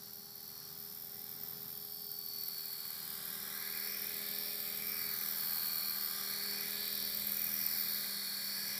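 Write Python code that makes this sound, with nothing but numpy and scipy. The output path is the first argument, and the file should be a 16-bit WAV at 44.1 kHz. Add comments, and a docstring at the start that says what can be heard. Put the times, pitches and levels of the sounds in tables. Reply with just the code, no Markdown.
"""Gear whine and swishing blade tips: an electric model helicopter hovers low over a lawn, drifting closer.
Gears and shafts are locked to the main rotor, so their tones are whole orders of its speed.
The tips whistle past twice a turn, over blade wash and hiss; the grass returns a short echo.
A far hum fills the park, a bird calls faintly and a breeze touches the microphone."""
import sys
import numpy as np
from scipy.fft import rfft, irfft, next_fast_len
from scipy.io import wavfile
from scipy.ndimage import map_coordinates

SR = 44100
rng = np.random.default_rng(int(sys.argv[2]) if len(sys.argv) > 2 else 0)


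def digitize_waveform(pressure):
    """Quantize a signal to 16-bit integers and store it at the path in sys.argv[1].

    Rows of a 2-D input are taken as channels; values are limited to [-1, 1].
    """
    field = np.atleast_2d(pressure).T
    bounded = np.clip(field, -1, 1)
    quanta = np.round(bounded * 32767).astype(np.int16)
    wavfile.write(sys.argv[1], SR, quanta)


N = 387638

# main rotor (time [s], speed [turns/s])
ROTOR_SPEED = [(0.0, 40.5), (0.63, 40.354), (0.81, 40.471), (0.95, 40.764), (1.03, 40.918), (1.37, 41.112),
               (2.12, 41.088), (2.4, 40.525), (3.22, 39.959), (3.55, 40.214), (3.71, 40.29), (3.96, 40.816),
               (4.17, 40.872), (4.39, 41.233), (4.84, 41.309), (5.0, 41.056), (5.2, 40.623), (5.55, 40.21),
               (5.89, 39.634), (6.19, 39.887), (6.51, 40.499), (6.68, 40.675), (7.34, 40.775),
               (7.8, 40.644), (8.17, 40.102), (8.52, 40.309), (8.79, 40.248)]
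# drift across the lawn (time [s], rotor angle where a blade sweeps toward the listener [turns])
APPROACH_ANGLE = [(0, -.07), (1.7, -.08), (3.6, -.28), (5.8, -.335), (6.5, -.29), (8, -.37), (8.79, -.33)]
# levels before trims (time [s], blade wash [dB], gear whir [dB], air hiss [dB], tip whistle [dB])
LAYER_LEVELS = [(0, -78, -73, -64.5, -52), (.5, -74.5, -69.5, -64.5, -51.5), (1, -72, -70, -62.5, -46.5),
                (1.6, -70, -68, -63, -46), (2.15, -78, -67, -61, -45), (2.5, -62.5, -63, -59, -44),
                (3.2, -56.5, -58.5, -55.5, -45.5), (3.8, -52, -58, -55.5, -42),
                (4.4, -53.5, -57, -55, -41.5), (5, -53.5, -58, -54.5, -40.5), (5.5, -52, -57, -52.5, -37.5),
                (6.2, -53, -56.5, -52.5, -43), (6.6, -51, -55, -53.5, -42.5), (7, -52.5, -54, -53.5, -40.5),
                (7.45, -52.5, -58, -53, -36.5), (7.85, -53, -54, -51.5, -39),
                (8.2, -54.5, -55.5, -52.5, -47.5), (8.79, -52, -55.5, -52.5, -43.5)]
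# swish, shifting with tilt (time [s], depth [0-1], second blade re first [dB])
TIP_SWISH = [(0, 0.98, -2.5), (2, 0.92, -5), (3.8, 0.93, -5), (4.6, 0.89, -4.5), (5.4, 0.89, -4),
             (6.05, .9, -1), (7, 0.88, -8), (7.5, 0.93, -5.5), (7.9, 0.82, 0.5), (8.25, 0.5, 4),
             (8.79, 0.9, -3)]
# tip echo, sharp from afar at a grazing angle (time [s], strength [0-1])
TIP_ECHO = [(0, .4), (1.9, .4), (2.3, .2)]
# grass echo, following hover height (time [s], delay [ms])
ECHO_DELAY = [(0, .65), (.6, .6), (1, .51), (1.35, .49), (1.9, .55), (2.5, .62), (3, .59), (3.4, .51),
              (4.15, .24), (4.45, .17), (4.8, .245), (5.4, .545), (5.85, .64), (6.2, .5), (6.8, .21),
              (7.05, .17), (7.5, .28), (7.9, .41), (8.25, .42), (8.79, .3)]
# noise-shaping filters (frequency [Hz], relative gain [dB])
TIP_SPECTRUM = [(8000, -16), (11000, -24), (11900, -29), (12400, 2), (13200, -1), (14100, -0.5),
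                (14900, -2), (15250, -4), (15700, -21), (16000, -36)]
WASH_SPECTRUM = [(250, -5.5), (500, -3), (900, -6.5), (1150, -1), (1700, 0.5), (2400, 2), (2550, -10),
                 (2750, -12.5), (3200, -7), (3600, -45)]
WHIR_SPECTRUM = [(2500, -46), (2800, -19), (3300, -4), (3900, 0.5), (4500, 1), (5300, -1.5), (5900, -4.5),
                 (6400, -56), (6900, -9)]
HISS_SPECTRUM = [(5800, -64), (6400, -14), (7000, -8.5), (8000, -3.5), (9300, -7.5), (10300, -0.5),
                 (11300, 1), (11900, -2.5), (12600, -37)]
HUM_SPECTRUM = [(20, -33), (65, -17), (85, -8), (160, 0), (230, -3), (320, -15.5), (700, -15), (1500, -13),
                (2800, -24), (5000, -7.5), (12000, -46.5)]
BREEZE_SPECTRUM = [(15, -23), (30, 4), (70, 2), (130, -8), (300, -36)]
# main tones (time [s], low drone [dB], motor shaft [dB], tail mesh [dB], main mesh [dB])
TONE_LEVELS = [(0.0, -68.5, -66.5, -65.5, -67), (0.6, -73.5, -65, -61.5, -63),
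               (1.2, -71.0, -63, -66, -65.0), (1.8, -72, -62, -61, -66), (2.4, -76, -62.5, -51.5, -57.5),
               (2.9, -69, -66, -54, -62.5), (3.3, -62, -62.5, -73, -62.5), (3.8, -61, -59, -54.5, -56.5),
               (4.4, -61.5, -60.5, -56, -57.0), (5.0, -61.5, -59, -51.5, -57),
               (5.6, -60.5, -64.5, -48.5, -58), (6.0, -61.5, -66.5, -50.5, -57),
               (6.5, -58.5, -57.5, -46, -57.5), (7.0, -57.5, -61.5, -52, -56),
               (7.5, -57.5, -69, -49.5, -57.5), (8.0, -58, -60.5, -51, -54), (8.4, -57.5, -71, -48, -54.5),
               (8.79, -56.5, -66, -49, -56)]
# tone families, main tone first; speed slides them along frame resonances
# rotor order: (level re main tone [dB], slope [dB per turn/s])
LOW_DRONE_TONES = {5: (0, 0), 15: (-12, 4.2), 14: (-11.5, 8.2)}
MOTOR_SHAFT_TONES = {10: (0, 0), 19: (-16, 7), 20: (-11, -6), 28: (-14, -6)}
TAIL_MESH_TONES = {110: (0, 0), 109: (-27, 0), 111: (-12, -8), 112: (-20, 0), 116: (-11, 0)}
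MAIN_MESH_TONES = {134: (0, 0), 128: (-2.5, 5), 140: (-5, -5.5), 146: (-10, -6), 280: (-11, 0)}
# tones in the wash, rotor order: (level re blade wash [dB], slope [dB per turn/s])
WASH_TONES = {40: (-15, -6), 30: (-15.5, 0), 42: (-13.5, 2), 56: (-11.5, 7.4), 105: (-11.5, 2.2),
              274: (-10, 2.7)}
# weak tones, parallel lists (rotor order [cycles/turn]), (level re gear whir [dB])
WEAK_TONE_ORDERS = (4, 27, 43, 50, 60, 84, 92, 98, 104, 115, 135, 262, 268, 286)
WEAK_TONE_DB = (-24, -37, -34, -22, -19, -20, -16.5, -11, -7, -12, -17, -12, -27, -42)
# bird call (start [s], length [s], first pitch [Hz], last pitch [Hz], glide [s], level [dB])
BIRD_NOTES = [(1.128, .12, 1910, 2100, 0.11, -72), (1.29, 0.23, 2500, 1990, .12, -76),
              (1.67, 0.066, 2050, 2500, 0.059, -74), (2.303, .22, 2090, 1990, .22, -75)]
# wind on the microphone (time [s], level [dB])
BREEZE_LEVEL = [(0, -88), (2, -88), (3.8, -78), (5.4, -80), (6.4, -84), (7, -74), (7.8, -80), (8.3, -91),
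                (8.79, -89)]

BODY_ECHO, HISS_ECHO, TONE_ECHO = 0.29, 0.16, 0.31  # gain re direct sound
TIP_EXTRA_DELAY_MS = 0.157  # tips ride higher than the body
TURF_LAG_RAD = 1.7
FADE_DB, FADE_RATE_HZ = 3, 3.02
BAND_LIMIT_HZ = 15850


def amp(db):
    """Decibels to gain."""
    return 10 ** (np.asarray(db) / 20)


def unit(x):
    """x at rms 1."""
    return x / np.sqrt(np.mean(x ** 2) + 1e-20)


def curves(rows):
    """One value per sample for each column after the time."""
    times_s, *columns = np.transpose(rows)
    return [np.interp(np.arange(N) / SR, times_s, column) for column in columns]


def wobble(rate_hz):
    """Smooth random curve, rate_hz knots a second."""
    knots = rng.standard_normal(int(N * rate_hz / SR) + 4)
    return map_coordinates(knots, [np.arange(N) * rate_hz / SR])


def filtered(x, response):
    """x through a frequency response."""
    size = next_fast_len(N + SR // 4)
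    return irfft(rfft(x, size) * response(np.fft.rfftfreq(size, 1 / SR)), size)[:N]


def coloured(x, spectrum):
    """x shaped by a spectrum on a log frequency axis, at rms 1."""
    knots_hz, db = np.transpose(spectrum)
    return unit(filtered(x, lambda hz: amp(np.interp(np.log(hz + 1), np.log(knots_hz), db, -120, -120))))


def rotor_noise(turns, repeat_gain, renew_hz=1.6, size=4096, order_count=300):
    """Tooth and blade errors repeat each turn: a slowly renewed one-turn pattern plus fresh noise."""
    shape = (int(N * renew_hz / SR) + 3, order_count)
    orders = rng.standard_normal(shape) + 1j * rng.standard_normal(shape)
    patterns = irfft(orders * amp(rng.normal(0, 2, shape)), size + 1)
    repeating = map_coordinates(patterns, [np.arange(N) * renew_hz / SR, turns % 1 * size], order=1)
    return repeat_gain * unit(repeating) + rng.standard_normal(N)


def blade_tip(angle_turns, rest_hz, width_hz, beaming, mach=0.36):
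    """A circling tip sheds a fuzzy whistle, higher and louder as it sweeps toward the listener."""
    doppler = 1 / (1 - mach * np.cos(2 * np.pi * angle_turns))
    fuzz = wobble(width_hz) + 1j * wobble(width_hz)
    phase_rad = 2 * np.pi * np.cumsum(rest_hz * doppler) / SR
    return doppler ** beaming * np.real(fuzz * np.exp(1j * phase_rad))


def tip_swish(angle_turns, level_db):
    """Two tips half a turn apart, blended with steady noise in the same band."""
    depth, second_db = curves(TIP_SWISH)
    first = blade_tip(angle_turns + 0.5, rest_hz=9150, width_hz=1600, beaming=4.37)
    second = blade_tip(angle_turns, rest_hz=9340, width_hz=1900, beaming=4.33) * amp(second_db)
    swish = coloured(first + second, TIP_SPECTRUM) * amp(1.3 * wobble(80))  # no two passes alike
    steady = coloured(rng.standard_normal(N), TIP_SPECTRUM)
    return amp(level_db) * (depth * unit(swish) + np.sqrt(1 - depth ** 2) * steady)


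def body_whir(turns, wash_db, whir_db):
    """Broad noise of blades and gears, partly repeating each turn."""
    wash = coloured(rotor_noise(turns, repeat_gain=0.42), WASH_SPECTRUM)
    whir = coloured(rotor_noise(turns, repeat_gain=0.6), WHIR_SPECTRUM)
    return amp(wash_db - 2) * wash + amp(whir_db + 6.5) * whir


def air_hiss(turns, angle_turns, level_db):
    """Air hiss, pulsing unevenly twice a turn."""
    pulse = 1 + 0.13 * np.cos(4 * np.pi * angle_turns) - 0.11 * np.cos(2 * np.pi * angle_turns)
    return amp(level_db + 4) * coloured(rotor_noise(turns, repeat_gain=0.29) * pulse, HISS_SPECTRUM)


def order_tone(turns, order, level_db, flutter_db):
    """Sine locked to the rotor, its level fluttering."""
    peak = np.sqrt(2) * amp(level_db + flutter_db * wobble(14))
    return peak * np.sin(2 * np.pi * (order * turns + rng.random()))


def gear_whine(turns, speed_hz, wash_db, whir_db):
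    """Low drone, motor and mesh tones; directional companions fade at random as the machine sways."""
    families = (LOW_DRONE_TONES, MOTOR_SHAFT_TONES, TAIL_MESH_TONES, MAIN_MESH_TONES, WASH_TONES)
    excess_hz = speed_hz - speed_hz.mean()
    whine = np.zeros(N)
    for family, family_db in zip(families, (*curves(TONE_LEVELS), wash_db)):
        for index, (order, (offset_db, db_per_hz)) in enumerate(family.items()):
            fade_db = (index > 0) * FADE_DB * wobble(FADE_RATE_HZ)
            level_db = family_db + offset_db + db_per_hz * excess_hz + fade_db
            whine += order_tone(turns, order, level_db, flutter_db=1.06)
    for order, offset_db in zip(WEAK_TONE_ORDERS, WEAK_TONE_DB):
        whine += order_tone(turns, order, whir_db + offset_db + 1.1 * wobble(1.6), flutter_db=4)
    return whine


def fan_fuzz(turns, wash_db, motor_order=10):
    """Turbulent air through the cooling fan smears a band around each motor harmonic."""
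    _, motor_db, _, _ = curves(TONE_LEVELS)
    levels_db = [motor_db - 7.5] + [wash_db + db for db in (-12.5, -15.5, -8.5, -6, -7.5)]
    return sum(amp(db) * wobble(160) * np.sin(2 * np.pi * motor_order * harmonic * turns)
               for harmonic, db in enumerate(levels_db, 1))


def tail_rasp(turns, mesh_order=110):
    """Tail gear teeth never meet twice alike: a noise band around the mesh tone."""
    _, _, mesh_db, _ = curves(TONE_LEVELS)
    return amp(mesh_db - 8) * wobble(450) * np.sin(2 * np.pi * mesh_order * turns)


def with_grass_echo(x, strength, extra_ms=0):
    """x plus one late copy off the lawn, its phase turned by the soft turf."""
    delay_ms = curves(ECHO_DELAY)[0] + extra_ms
    turned = filtered(x, lambda hz: np.exp(-1j * TURF_LAG_RAD))
    echo = map_coordinates(turned, [np.arange(N) - delay_ms * SR / 1000], order=3, mode="nearest")
    return (x + strength * echo) / np.sqrt(1 + strength ** 2)


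def park_hum():
    """Far hum, swelling slightly."""
    level_db = -59.5 + 0.41 * wobble(1.95) + 1.6 * wobble(3.7)
    return amp(level_db) * coloured(rng.standard_normal(N), HUM_SPECTRUM)


def bird(ramp_s=0.018):
    """Faint notes that glide, then hold."""
    call, time_s = np.zeros(N), np.arange(N) / SR
    for start_s, length_s, first_hz, last_hz, glide_s, level_db in BIRD_NOTES:
        pitch_hz = np.interp(time_s, [start_s, start_s + glide_s], [first_hz, last_hz])
        gate = np.clip(np.minimum(time_s - start_s, start_s + length_s - time_s) / ramp_s, 0, 1)
        call += np.sqrt(2) * gate * amp(level_db) * np.sin(2 * np.pi * np.cumsum(pitch_hz) / SR)
    return call


def breeze():
    """Light wind rumbles on the microphone."""
    level_db = curves(BREEZE_LEVEL)[0] + 2.1 * wobble(9.8)
    return amp(level_db) * coloured(rng.standard_normal(N), BREEZE_SPECTRUM)


def scene():
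    """Helicopter over grass, plus bird, park and wind; mono."""
    speed_hz = curves(ROTOR_SPEED)[0]
    turns = np.cumsum(speed_hz) / SR
    angle_turns = turns - curves(APPROACH_ANGLE)[0]
    wash_db, whir_db, hiss_db, tip_db = curves(LAYER_LEVELS)
    tones = gear_whine(turns, speed_hz, wash_db, whir_db) + fan_fuzz(turns, wash_db) + tail_rasp(turns)
    helicopter = with_grass_echo(tones, TONE_ECHO)
    helicopter += with_grass_echo(body_whir(turns, wash_db, whir_db), BODY_ECHO)
    helicopter += with_grass_echo(air_hiss(turns, angle_turns, hiss_db), HISS_ECHO)
    helicopter += with_grass_echo(tip_swish(angle_turns, tip_db), curves(TIP_ECHO)[0], TIP_EXTRA_DELAY_MS)
    return (helicopter + bird() + park_hum() + breeze())[None]


def record(dry):
    """Brick-wall low-pass at the band limit."""
    return filtered(dry[0], lambda hz: hz < BAND_LIMIT_HZ)[None]


dry = scene()
out = record(dry)
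digitize_waveform(out)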